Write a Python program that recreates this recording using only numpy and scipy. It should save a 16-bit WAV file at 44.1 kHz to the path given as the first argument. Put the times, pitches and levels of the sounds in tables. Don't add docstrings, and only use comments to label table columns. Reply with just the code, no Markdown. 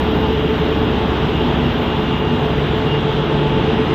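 import sys
import numpy as np
from scipy import signal
from scipy.fft import rfft, irfft
from scipy.io import wavfile
from scipy.ndimage import uniform_filter1d

SR = 44100
rng = np.random.default_rng(int(sys.argv[2]) if len(sys.argv) > 2 else 0)


def voltage_ratio(decibels):
    exponent = np.asarray(decibels, float) / 20
    return 10 ** exponent


def dump(signal):
    limited = np.clip(np.atleast_2d(signal).T, -1, 1)
    pcm = np.round(limited * 32767).astype(np.int16)
    wavfile.write(sys.argv[1], SR, pcm)


N = 173754
T = np.arange(N) / SR
FREQ = np.maximum(np.arange(N // 2 + 1) * SR / N, 1)

# [f/Hz, density/dB]
ROAR_SPECTRUM = [(22, -13), (45, -11.5), (150, 0), (400, -5.5), (475, -9.5), (590, -12), (830, -11),
                 (2200, -22.5)]
# [t/s, level/dB]
WHINE_LEVELS = [(0.0, -49), (0.28, -39), (0.3, -45.5), (0.98, -44), (1.27, -49), (1.36, -34.5), (1.6, -48),
                (1.67, -38), (1.77, -48.5), (1.93, -36), (2.0, -41), (2.2, -37.5), (2.81, -50.5),
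                (2.93, -33), (3.01, -44), (3.8, -45.5), (3.87, -39), (3.94, -41)]
PUMP_PITCHES = [47.0, 56.8, 113.5, 241.5, 300.2, 347.0, 534.0]
# [level/dB, depth/dB, period/s, loudest t/s]
PUMP_SWELLS = [(-41.5, 2, 3.0, 2), (-36, 2, 4.0, 0.87), (-42, 2, 1, 1.0), (-31, 4, 3.7, 1.33),
               (-35.5, 2, 3.9, 0.69), (-34, 3, 2.0, 1.4), (-43.5, 0, 4.5, 0.86)]
# [shaft turns from mesh tone/1, level/dB, depth/dB, period/s, loudest t/s]
GEAR_TONES = [
    (-2, -35, 2.5, 1.8, 1.2),
    (-1, -39, 4.5, 1.5, 0.42),
    (0, -28.5, 1, 2.3, 0.61),
    (1, -31.5, 5.5, 2.93, 0.61),
]
# [f/Hz, level/dB, depth/dB, period/s, loudest t/s]
MOTOR_TONES = [
    (72.25, -29.5, 3, 5.5, 0.78),
    (145.5, -30.5, 8, 5.8, 3.22),
    (219, -37, 0, 4.1, 2.7),
]
# [f/Hz, gain/dB]
MIC_RESPONSE = [(2350, 0.5), (3250, 4.5), (3800, -2), (4300, -12), (5600, -20.5), (7100, -27), (9100, -36),
                (10400, -44)]
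# [f/Hz, share silenced/1]
SILENCED_SHARE = [(4050, 0), (4450, .33), (4800, .05), (6300, .2), (8500, .45), (10000, .62), (11500, .4),
                  (12600, .42), (13400, .05)]

MESH_HZ, SHAFT_HZ = 433.4, 9.12
TOP_HZ = 14060


def curve(table, at, scale=np.log):
    x, db = np.array(table, float).T
    return np.interp(scale(at), scale(x), db)


def level(x, db):
    return x * voltage_ratio(db) / np.sqrt(np.mean(x ** 2))


def walk(rate):
    hold = int(SR / rate)
    drift = np.repeat(rng.standard_normal(N // hold + 1), hold)
    drift = uniform_filter1d(uniform_filter1d(drift, hold), hold)[:N]
    return 1.312 * (drift - drift.mean())


def tone(hz, db, wander_hz, flutter_db):
    turns = np.cumsum(hz + wander_hz * walk(3)) / SR + rng.random()
    strength = np.sqrt(2) * voltage_ratio(db + flutter_db * walk(7))
    return strength * np.sin(2 * np.pi * turns)


def swell(db, depth_db, period, peak):
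    return db + depth_db * np.cos(2 * np.pi * (T - peak) / period)


def hiss():
    below_hz = np.clip(13850 - FREQ, 0, 1900)
    slope = voltage_ratio(-15.5 * below_hz / 1000) * (FREQ > 9500)
    shape = slope * (FREQ < TOP_HZ)
    noise = level(irfft(rfft(rng.standard_normal(N)) * shape, N), -62)
    fade_db = -1.7 * (T - 2)
    return noise * voltage_ratio(fade_db + .6 * walk(8) + 2.2 * walk(90))


def roar():
    spectrum = rfft(rng.standard_normal(N)) * voltage_ratio(curve(ROAR_SPECTRUM, FREQ))
    place = 2 * np.log2(FREQ / 20)
    common = walk(1.7)
    out = 0
    for band in range(20):
        share = np.clip(1 - abs(place - band), 0, 1)
        flicker_db = .4 * common + .5 * walk(3.6) + .6 * walk(12)
        out = out + voltage_ratio(flicker_db) * irfft(spectrum * share, N)
    return level(out, -18)


def whine():
    pitch_hz, beat_hz, partner_db = 2824.0, 2.5, -14.5
    db = curve(WHINE_LEVELS, T, np.asarray)
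    main = tone(pitch_hz, db, .6, 1.2)
    partner = tone(pitch_hz + beat_hz, db + partner_db, .6, 1.2)
    return main + partner


def pumps():
    return sum(tone(hz, swell(*row), 0.48, 2.7) for hz, row in zip(PUMP_PITCHES, PUMP_SWELLS))


def gearbox():
    mesh = sum(tone(MESH_HZ + round(turns) * SHAFT_HZ, swell(*row), 0.37, 2.2)
               for turns, *row in GEAR_TONES)
    overtone_hz, width_hz = 2 * MESH_HZ + SHAFT_HZ, 11.0
    blur = np.exp(-.5 * ((FREQ - overtone_hz) / width_hz) ** 2)
    overtone = level(irfft(rfft(rng.standard_normal(N)) * blur, N), -35.5)
    return mesh + overtone * voltage_ratio(swell(0, 1.9, 1.7, 1.67))


def motors():
    return sum(tone(hz, swell(*row), 0.22, 0.97) for hz, *row in MOTOR_TONES)


def scene():
    return (roar() + whine() + pumps() + gearbox() + motors())[None]


def dropouts(x):
    hz, _, z = signal.stft(x, SR, nperseg=1024)
    luck = rng.standard_normal((len(hz) // 3 + 1, z.shape[-1]))
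    luck = uniform_filter1d(luck, size=5, axis=1)
    rank = luck.ravel().argsort().argsort().reshape(luck.shape) / luck.size
    rank = np.repeat(rank, 3, axis=0)[:len(hz)]
    gone = rank < curve(SILENCED_SHARE, np.maximum(hz, 1))[:, None]
    return signal.istft(z * np.where(gone, voltage_ratio(-45), 1), SR, nperseg=1024)[1][..., :N]


def band_limit(x):
    return signal.sosfilt(signal.butter(12, 14170, fs=SR, output="sos"), x)


def record(dry):
    heard = irfft(rfft(dry) * voltage_ratio(curve(MIC_RESPONSE, FREQ)), N)
    gapped = dropouts(heard + hiss())
    mix = irfft(rfft(gapped) * (FREQ < TOP_HZ), N)
    return band_limit(mix)


dry = scene()
out = record(dry)
dump(out)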